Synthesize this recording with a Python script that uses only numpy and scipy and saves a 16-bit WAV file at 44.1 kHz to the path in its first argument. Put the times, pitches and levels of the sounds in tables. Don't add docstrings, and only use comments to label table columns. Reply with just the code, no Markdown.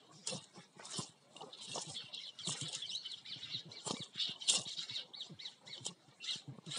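import sys
import numpy as np
from scipy import signal
from scipy.fft import rfft, irfft
from scipy.io import wavfile
from scipy.ndimage import uniform_filter1d

SR = 44100
rng = np.random.default_rng(int(sys.argv[2]) if len(sys.argv) > 2 else 0)


def generate_wav(sig):
    pcm = np.round(np.clip(np.atleast_2d(sig).T, -1, 1) * 32767).astype(np.int16)
    wavfile.write(sys.argv[1], SR, pcm)


def gain_from_decibels(decibels):
    exponent = np.asarray(decibels, float) / 20
    return 10 ** exponent


N = 299120

# full_weight_s, rise_s, fall_s, crackle_db, soil_share_db
STEPS = [(0.279, 0.023, 0.2, -36.5, -8), (.56, 0.05, 0.19, -64.5, 8), (.86, 0.15, 0.086, -53, 3),
         (0.944, 0.092, 0.077, -40, -8), (0.999, 0.18, 0.11, -36, -8.5), (1.38, 0.12, 0.23, -56.5, 4),
         (1.58, 0.022, 0.69, -52.5, -7.5), (1.769, 0.15, 0.17, -35.5, -11), (1.902, 0.049, 0.2, -48, -6),
         (2.489, 0.057, 0.2, -36, -9), (2.62, 0.039, 0.33, -45, -27), (2.755, 0.076, 0.043, -38, -18),
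         (2.96, 1, 0.031, -54, -18), (3.12, 0.2, 0.11, -68, -20), (3.875, 0.046, 0.14, -36, -6.5),
         (3.909, 0.064, 0.072, -35.5, -27), (4.042, 0.15, 0.092, -53, 1), (4.494, 0.033, 0.18, -27.5, -24),
         (4.56, 0.094, 0.1, -37, -4.5), (4.62, 0.27, 0.023, -45, -20), (5.864, 0.045, 0.086, -42.5, -8.5),
         (6.775, 0.11, .1, -39, -9)]
STEP_LEAF_DB, STEP_HUSK_DB, STEP_STEM_DB = 1, -22.5, -19
# start_s, hold_s, swish_db, bright_share_db, husk_share_db
BRUSHES = [(0, 0.056, -55.5, -45, -44), (0.125, 0.17, -65.5, 1, -10), (0.548, 0.085, -59.5, -6, -6),
           (0.8, 0.12, -63.5, -4, 6), (1.538, 0.19, -44.5, -47, -22), (1.947, .12, -40.5, -57, -20),
           (2.144, 0.14, -42.5, -21.5, -48), (2.393, 0.071, -41.5, -20, -22), (2.483, 0.17, -53, -20, -1),
           (2.678, 0.15, -45.5, -25, -14), (3.032, 0.16, -49.5, -17, -15.5), (3.27, 0.075, -48, -20.5, -20),
           (3.347, 0.25, -43, -23, -17), (3.711, 0.15, -53.5, -11.5, -24),
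           (4.154, .04, -35.5, -27.5, -20.5), (4.196, 0.097, -33, -20.5, -24.5),
           (4.414, 0.028, -44, -14, -20), (4.678, 0.051, -41.5, -10.5, -27),
           (4.78, 0.048, -34.5, -18.5, -20), (4.889, 0.11, -39, -20.5, -21), (5.206, 0.06, -56, -4.5, -14),
           (5.405, 0.11, -53, -9.5, -18), (5.671, 0.11, -49.5, -12, -26), (6.246, 0.13, -39, -12.5, -24),
           (6.674, 0.037, -50, -15, -13), (6.718, .08, -40, -10, -13)]
BRUSH_RISE_S, BRUSH_FALL_S = 0.04, 0.085
SWEEP_STALK_DB, SWEEP_STEM_DB = -4.5, 5
# start_s, hold_s, grind_db
SCUFFS = [(0.024, 0.12, -58.5), (0.317, 0.022, -44), (0.799, 0.066, -57.5), (1.405, 0.059, -49),
          (1.718, 0.062, -55), (1.976, 0.18, -65.5), (2.19, 0.083, -76), (2.645, 0.14, -59.5),
          (3.006, 0.039, -70), (3.31, 0.19, -67.5), (3.683, 0.099, -60), (4.259, 0.44, -63.5),
          (4.864, 0.64, -66.5), (5.615, 0.083, -60.5), (5.75, 0.041, -56), (5.894, 0.016, -58),
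          (6.095, 0.039, -73), (6.298, 0.025, -60.5), (6.476, 0.19, -65.5)]
SCUFF_RISE_S, SCUFF_FALL_S = 0.018, 0.081
SWING_DB = 30
TAIL_BEND = 1.183
# rest_db of stalks, leaves, soil, husks and stems
REST_LEVELS = (-80.5, -73, -74, -74.5, -88)

# pitch_hz, level_db (per Hz)
STALK_TONE = [(2710, -33), (4600, -11.5), (5310, -4), (6110, -10), (7340, -2.5), (8790, -5.5), (9970, -10),
              (11100, -9.5), (14400, -59.5), (22000, -120)]
# pitch_hz, level_db (per Hz)
LEAF_TONE = [(1530, -62), (2600, -9), (2750, -1), (3510, -1.5), (3720, 0.5), (4800, -11), (5000, -6),
             (6500, -33), (11000, -120)]
# pitch_hz, level_db (per Hz)
SOIL_TONE = [(120, -18), (200, -8), (284, -8.5), (382, -4.5), (1150, -4), (1400, -23), (1900, -34.5),
             (2970, -120)]
# pitch_hz, level_db (per Hz)
HUSK_TONE = [(900, -47.5), (1300, -2), (1900, -4.5), (2300, 0), (2700, -7.5), (4000, -44)]
# pitch_hz, level_db (per Hz)
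STEM_TONE = [(3500, -49), (4700, -11), (5200, -6), (5900, -7), (6500, -17.5), (7300, -8), (8000, -24.5),
             (11000, -39.5)]

# start_s, through_leaves_db, through_stalks_db
TWIGS = [(0.273, -48, -10), (0.441, -39, -32), (0.792, -54, -42), (0.853, -52, -25), (.932, -42, -23.5),
         (0.982, -38, -16), (1.365, -35, -32), (1.419, -35, -52), (1.715, -29, -33), (1.781, -24, -28),
         (2.146, -45, -30), (2.388, -30, -36), (2.472, -19.5, -36), (2.612, -23.5, -17), (2.683, -46, -28),
         (2.729, -40, -23), (2.75, -24, -16), (2.956, -41, -28.5), (3.062, -39, -37), (3.118, -46, -28.5),
         (3.261, -32, -62), (3.861, -41, -40), (3.908, -18.5, -32), (3.968, -29, -49), (4.422, -33, -47),
         (4.457, -42, -47.5), (4.478, -21, -27), (4.487, -14.5, -23), (4.498, -10, -3.5), (4.508, -16, -14),
         (4.514, -23, -28), (4.617, -43, -23), (4.693, -45.5, -29), (4.552, -13.5, -48), (5.778, -33, -57),
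         (5.852, -29, -24), (5.865, -33, -14), (5.877, -28, -41), (6.085, -50, -61), (6.112, -49, -62),
         (6.308, -40, -27), (6.576, -52, -63), (6.663, -38, -36), (6.763, -23, -42)]
# start_s, level_db
CLODS = [(0.271, -43), (0.31, -54), (0.359, -36), (0.575, -54), (0.795, -34), (0.848, -54), (0.933, -43),
         (0.985, -44), (1.415, -43), (1.439, -51), (1.465, -57), (1.757, -26), (1.779, -26), (2.472, -41),
         (2.491, -27), (2.613, -47), (2.634, -51), (3.864, -39), (3.877, -33), (3.906, -19.5), (3.931, -53),
         (3.967, -36), (4.0, -54), (4.307, -44), (4.481, -42), (4.503, -34.5), (4.536, -35), (4.573, -39),
         (5.779, -47), (5.863, -34.5), (6.585, -42), (6.761, -55)]
# start_s, peak_db, pitch_hz
PODS = [(1.3658, -41.5, 2830), (1.409, -42, 2930), (1.5309, -42, 3640), (2.2363, -42, 4080),
        (3.046, -46, 3090), (3.4326, -39.5, 3800), (3.4467, -40, 3730), (3.718, -42.5, 4090),
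        (3.7713, -44, 4120), (4.3615, -42, 3010), (4.4224, -32.5, 3070), (5.7795, -39, 3050),
        (5.8642, -32.5, 3106), (6.7216, -35.5, 3750)]
POD_T60_S, POD_DB = .04, 0.5

# start_s, peak_db, length_s
PUFFS = [(.127, -49.5, 0.084), (.307, -41, 0.047), (.341, -38.5, 0.041), (0.572, -40.5, 0.028),
         (0.766, -47, 0.016), (1.303, -56, 0.018), (1.674, -47, 0.11), (1.866, -40, 0.069),
         (2.402, -53, 0.036), (2.471, -34.5, 0.048), (2.616, -34, 0.047), (2.761, -49, 0.027),
         (2.829, -55, 0.14), (3.154, -59, 0.12), (3.282, -55.5, 0.1), (3.359, -40.5, 0.016),
         (3.418, -48, 0.12), (3.541, -43.5, 0.043), (3.653, -42, 0.05), (3.864, -31, 0.011),
         (4.574, -36, 0.031), (4.779, -45, 0.026), (4.904, -38.5, 0.022), (5.295, -41.5, 0.063),
         (5.656, -52.5, 0.064), (5.805, -40.5, 0.036), (5.882, -40, .039), (6.078, -49, 0.027),
         (6.477, -35, 0.057), (6.665, -36, 0.046)]
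# start_s, peak_db
SLAPS = [(0.418, -38), (.933, -49), (0.989, -14.5), (1.092, -36.5), (2.038, -35), (3.937, -21.5),
         (4.002, -22.5), (4.156, -31), (4.292, -30.5), (4.663, -28), (6.357, -33), (6.585, -27)]
PUFF_HZ, SLAP_HZ, SLAP_S = 149.7, 157.6, 0.0071

# top_s, top_hz, rise_db, fall_db, half_pitch_db
ARCHES = [(2.222, 4400, -70, -60, -56), (2.428, 4600, -60, -42, -58), (2.642, 4800, -62, -44, -54),
          (2.866, 4650, -62, -43, -60), (3.092, 4500, -58, -43, -60), (3.286, 4900, -58, -42, -49),
          (3.524, 4500, -58, -40, -55), (3.752, 4650, -54, -50, -56), (3.982, 4700, -58, -43, -51),
          (4.215, 4650, -45, -40, -57), (4.452, 4500, -54, -44, -62), (4.692, 4500, -44, -47, -58),
          (4.935, 4500, -48, -42, -52), (5.176, 4500, -45, -44, -59), (5.432, 4450, -48, -46, -52),
          (5.706, 4450, -53, -47, -49), (6.292, 4300, -54, -38, -48), (6.745, 4400, -50, -44, -52)]
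RISE_S, FALL_S, FOOT_HZ = .045, .060, 2800
FALL_FADE_DB, HALF_FADE_DB, RASP_HZ = 1.5, 17, 45
# start_s, length_s, from_hz, to_hz, level_db
SLURS = [(1.960, .055, 3450, 3050, -44), (2.000, .035, 2900, 2700, -47), (2.138, .018, 4600, 3800, -45),
         (2.178, .030, 3400, 3050, -43), (2.395, .035, 3450, 3000, -43), (2.612, .045, 3400, 2950, -44),
         (2.822, .045, 3500, 3000, -41), (2.915, .042, 2750, 3250, -40), (2.952, .040, 3750, 4500, -36),
         (2.890, .075, 4600, 6700, -43), (6.205, .04, 2650, 2850, -47), (3.055, .025, 3100, 3000, -40),
         (4.995, .08, 520, 515, -57)]

# pitch_hz, level_db (per Hz)
FIELD_TONE = [(35, -53.5), (60, -9), (104, -4), (167, 2), (302, -9), (723, -11.5), (1700, -22.5),
              (4240, -19), (4630, -24.5), (8350, -23.5), (11100, -30.5), (14400, -84), (22000, -120)]
FIELD_DB, HISS_DB, CUTOFF_HZ = -68.5, -92, 11640
# pitch_hz, level_db
PORT_TONE = [(20, 1.5), (2250, -3.5), (2560, -8), (2760, -1.5), (4450, 3), (4700, -4.5), (5000, -1.5),
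             (22000, -5.5)]


def rms_one(x):
    return x / np.sqrt(np.mean(x ** 2) + 1e-20)


def colour(x, spectrum):
    hz, level_db = np.transpose(spectrum)
    grid = np.maximum(np.fft.rfftfreq(4096, 1 / SR), 1)
    curve_db = np.interp(np.log(grid), np.log(hz), np.maximum(level_db, -70))
    cepstrum = irfft(np.log(gain_from_decibels(curve_db)))
    cepstrum[1:2048] *= 2
    cepstrum[2049:] = 0
    return signal.fftconvolve(x, irfft(np.exp(rfft(cepstrum))))[:N]


def drift(rate, length=N):
    knots = rng.standard_normal(2000)
    return np.interp(np.arange(length) * rate / SR, np.arange(len(knots)), knots)


def grains(per_s, spread_db, clump_db):
    sizes = gain_from_decibels(spread_db * np.minimum(rng.exponential(1, N), 4)) * rng.standard_normal(N)
    chance = per_s * gain_from_decibels(clump_db * drift(45)) / SR
    clicks = sizes * (rng.random(N) < chance)
    return clicks / np.sqrt(uniform_filter1d(clicks ** 2, size=SR // 10) + 1e-3)


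def patches(x, depth_db, open_share, sharpen):
    hz, s, z = signal.stft(x, SR, nperseg=1024, noverlap=768)
    band = (12 * np.log(1 + hz / 1500)).astype(int)
    chance = uniform_filter1d(rng.standard_normal((64, len(s))), size=9, axis=1)
    shared = uniform_filter1d(chance, size=5, axis=0)
    opening = .8 * rms_one(chance) + .6 * rms_one(shared) + open_share
    gain = gain_from_decibels(depth_db * np.tanh(3 * opening))[band]
    power = uniform_filter1d(np.abs(z) ** 2, size=7, axis=1) + 1e-20
    gain = gain * (power / uniform_filter1d(power, size=11, axis=0)) ** sharpen
    return rms_one(signal.istft(z * gain, SR, nperseg=1024, noverlap=768)[1][:N])


def tread():
    crackle = patches(grains(6000, 1.6, 7.0), depth_db=6, open_share=.2, sharpen=.5)
    swish = patches(grains(7000, 0.7, 4.0), depth_db=6.0, open_share=0.074, sharpen=1.0)
    grind = patches(grains(2500, 1.56, 3.6), depth_db=5, open_share=.1, sharpen=.8)
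    rasp = patches(grains(4000, 0.7, 3.0), depth_db=6.0, open_share=-0.4, sharpen=1.0)
    sweep = swish[::-1]
    layers = [(-2.0, crackle, STALK_TONE), (-8.5, swish, LEAF_TONE), (-1.9, grind, SOIL_TONE),
              (-0.5, rasp, HUSK_TONE), (-5.0, sweep, STEM_TONE)]
    out = np.zeros(N)
    for gain, (level_db, clicks, body) in zip(gestures(), layers):
        out += gain * gain_from_decibels(level_db) * rms_one(colour(clicks, body))
    return out


def gestures():
    s, rise, fall, step_db, soil_db = np.transpose(STEPS)
    step_shares = 0, STEP_LEAF_DB, soil_db, STEP_HUSK_DB, STEP_STEM_DB
    step = [strokes(s, 0, step_db + share, rise, fall) for share in step_shares]
    s, hold, brush_db, bright_db, husk_db = np.transpose(BRUSHES)
    brush_shares = bright_db + SWEEP_STALK_DB, 0, husk_db, bright_db + SWEEP_STEM_DB
    brush = [strokes(s, hold, brush_db + share, BRUSH_RISE_S, BRUSH_FALL_S) for share in brush_shares]
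    brush.insert(2, strokes(*np.transpose(SCUFFS), SCUFF_RISE_S, SCUFF_FALL_S))
    return [np.sqrt(a ** 2 + b ** 2 + gain_from_decibels(2 * rest_db)) for a, b, rest_db in zip(step, brush, REST_LEVELS)]


def strokes(s, hold, level_db, rise, fall):
    t = np.arange(0, N + 32, 32) / SR - np.asarray(s)[:, None]
    before = -t / np.reshape(rise, (-1, 1))
    after = (t - np.reshape(hold, (-1, 1))) / np.reshape(fall, (-1, 1))
    away = np.maximum(np.maximum(before, after), 0)
    drop_db = SWING_DB * away ** np.where(t > 0, TAIL_BEND, 1)
    power = gain_from_decibels(2 * (level_db[:, None] - drop_db)).sum(axis=0)
    return np.interp(np.arange(N) / 32, np.arange(len(power)), np.sqrt(power))


def snaps():
    twig_s, leaf_db, stalk_db = np.transpose(TWIGS)
    clod_s, clod_db = np.transpose(CLODS)
    t = np.arange(800) / SR
    shape = t ** 3 * np.exp(-t / .0009) + 2e-7 * t * np.exp(-t / .0035)
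    bursts = rng.standard_normal((len(twig_s), len(t))) * shape
    bursts /= np.linalg.norm(bursts, axis=1)[:, None]
    breaks = [(twig_s, leaf_db + 5, LEAF_TONE), (twig_s, stalk_db + 3, STALK_TONE),
              (clod_s, clod_db + 12, SOIL_TONE)]
    out = np.zeros(N)
    for s, level_db, body in breaks:
        hits = np.zeros(N + len(t))
        places = (s * SR - 80).astype(int)[:, None] + np.arange(len(t))
        np.add.at(hits, places, gain_from_decibels(level_db)[:, None] * bursts[:len(s)])
        unit = np.linalg.norm(colour(signal.unit_impulse(N), body))
        out += colour(hits[:N], body) / unit
    return out


def pods():
    out = np.zeros(N + SR)
    t = np.arange(SR // 20) / SR
    for s, peak_db, hz in PODS:
        envelope = np.minimum(t / .002, 1) * gain_from_decibels(peak_db + POD_DB - 60 * t / POD_T60_S)
        start = round((s - .002) * SR)
        out[start:start + len(t)] += envelope * np.sin(2 * np.pi * hz * t)
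    return out[:N]


def wind():
    out, wobble = np.zeros(N), drift(70)
    puffs = [(s, peak_db, length, PUFF_HZ) for s, peak_db, length in PUFFS]
    slaps = [(s, peak_db, SLAP_S, SLAP_HZ) for s, peak_db in SLAPS]
    for s, peak_db, length, hz in puffs + slaps:
        at = np.arange(round((s - .004) * SR), min(N, round((s + 3 * length) * SR)))
        t = (at - at[0]) / SR
        phase = 2 * np.pi * np.cumsum(hz * (1 + 0.251 * wobble[at])) / SR
        flutter = gain_from_decibels(4 * np.tanh(wobble[at - 900]))
        envelope = np.minimum(t / .008, 1) * np.exp(-(t / length) ** 2) * flutter
        tone = np.sin(phase) + 0.37 * np.sin(2.1 * phase) + 0.097 * np.sin(3.5 * phase)
        out[at] += gain_from_decibels(peak_db - 6.5) * envelope * tone
    return out


def birds():
    calls = np.zeros(N)
    t = np.arange(-RISE_S, FALL_S, 1 / SR)
    bend = np.where(t < 0, (np.abs(t) / RISE_S) ** 2.4, (np.abs(t) / FALL_S) ** 1.4)
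    for s, top_hz, rise_db, fall_db, half_db in ARCHES:
        hz = top_hz - (top_hz - FOOT_HZ) * bend
        level_db = np.interp(t, [-.012, .012], [rise_db + 2, fall_db + 2]) - FALL_FADE_DB * bend * (t > 0)
        at, call = whistle(s - RISE_S, hz, level_db, .6)
        calls[at] += call
        at, half = whistle(s - RISE_S, hz / 2, half_db + 2 - HALF_FADE_DB * bend, .1)
        calls[at] += half
    for s, length, from_hz, to_hz, level_db in SLURS:
        hz = np.linspace(from_hz, to_hz, round(length * SR))
        at, call = whistle(s - .005, hz, level_db + 1, .4)
        calls[at] += call
    calls *= gain_from_decibels(2.5 * np.tanh(drift(90)) + 4 * np.tanh(drift(290)) - 2.5)
    return gain_from_decibels(-2.5) * calls + gain_from_decibels(-9) * scatter(calls, .005) + gain_from_decibels(-9) * scatter(calls, .04)


def whistle(s, hz, level_db, quaver):
    at = round(s * SR) + np.arange(len(hz))
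    phase = 2 * np.pi * np.cumsum(hz + RASP_HZ * drift(500, len(hz))) / SR
    phase = phase + quaver * np.sin(2 * np.pi * 230 * at / SR)
    fade = signal.windows.tukey(len(hz), .2)
    tone = gain_from_decibels(level_db) * fade * np.sin(phase)
    return at[at < N], tone[at < N]


def scatter(x, decay_s):
    lag = np.arange(SR // 4) / SR
    echoes = rng.standard_normal(len(lag)) * np.exp(-lag / decay_s)
    return signal.fftconvolve(x, echoes / np.linalg.norm(echoes))[:N]


def far_rustle():
    air = rng.standard_normal(N)
    twitter = patches(air, depth_db=6.0, open_share=-0.6, sharpen=0.6)
    twitter = signal.sosfilt(signal.butter(2, 280, "high", fs=SR, output="sos"), twitter)
    steady = gain_from_decibels(-7) * air[::-1]
    return gain_from_decibels(FIELD_DB) * rms_one(colour(twitter + steady, FIELD_TONE))


def scene():
    return (tread() + snaps() + pods() + wind() + birds() + far_rustle())[None]


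def low_pass(x):
    return signal.sosfilt(signal.butter(12, 15460, fs=SR, output="sos"), x)


def record(dry):
    x = colour(dry[0], PORT_TONE)
    x = signal.sosfilt(signal.butter(6, 105, "high", fs=SR, output="sos"), x)
    x = signal.sosfilt(signal.cheby2(10, 60, CUTOFF_HZ, fs=SR, output="sos"), x)
    hiss = gain_from_decibels(HISS_DB) * rng.standard_normal(N)
    return low_pass((x + hiss)[None])


dry = scene()
out = record(dry)
generate_wav(out)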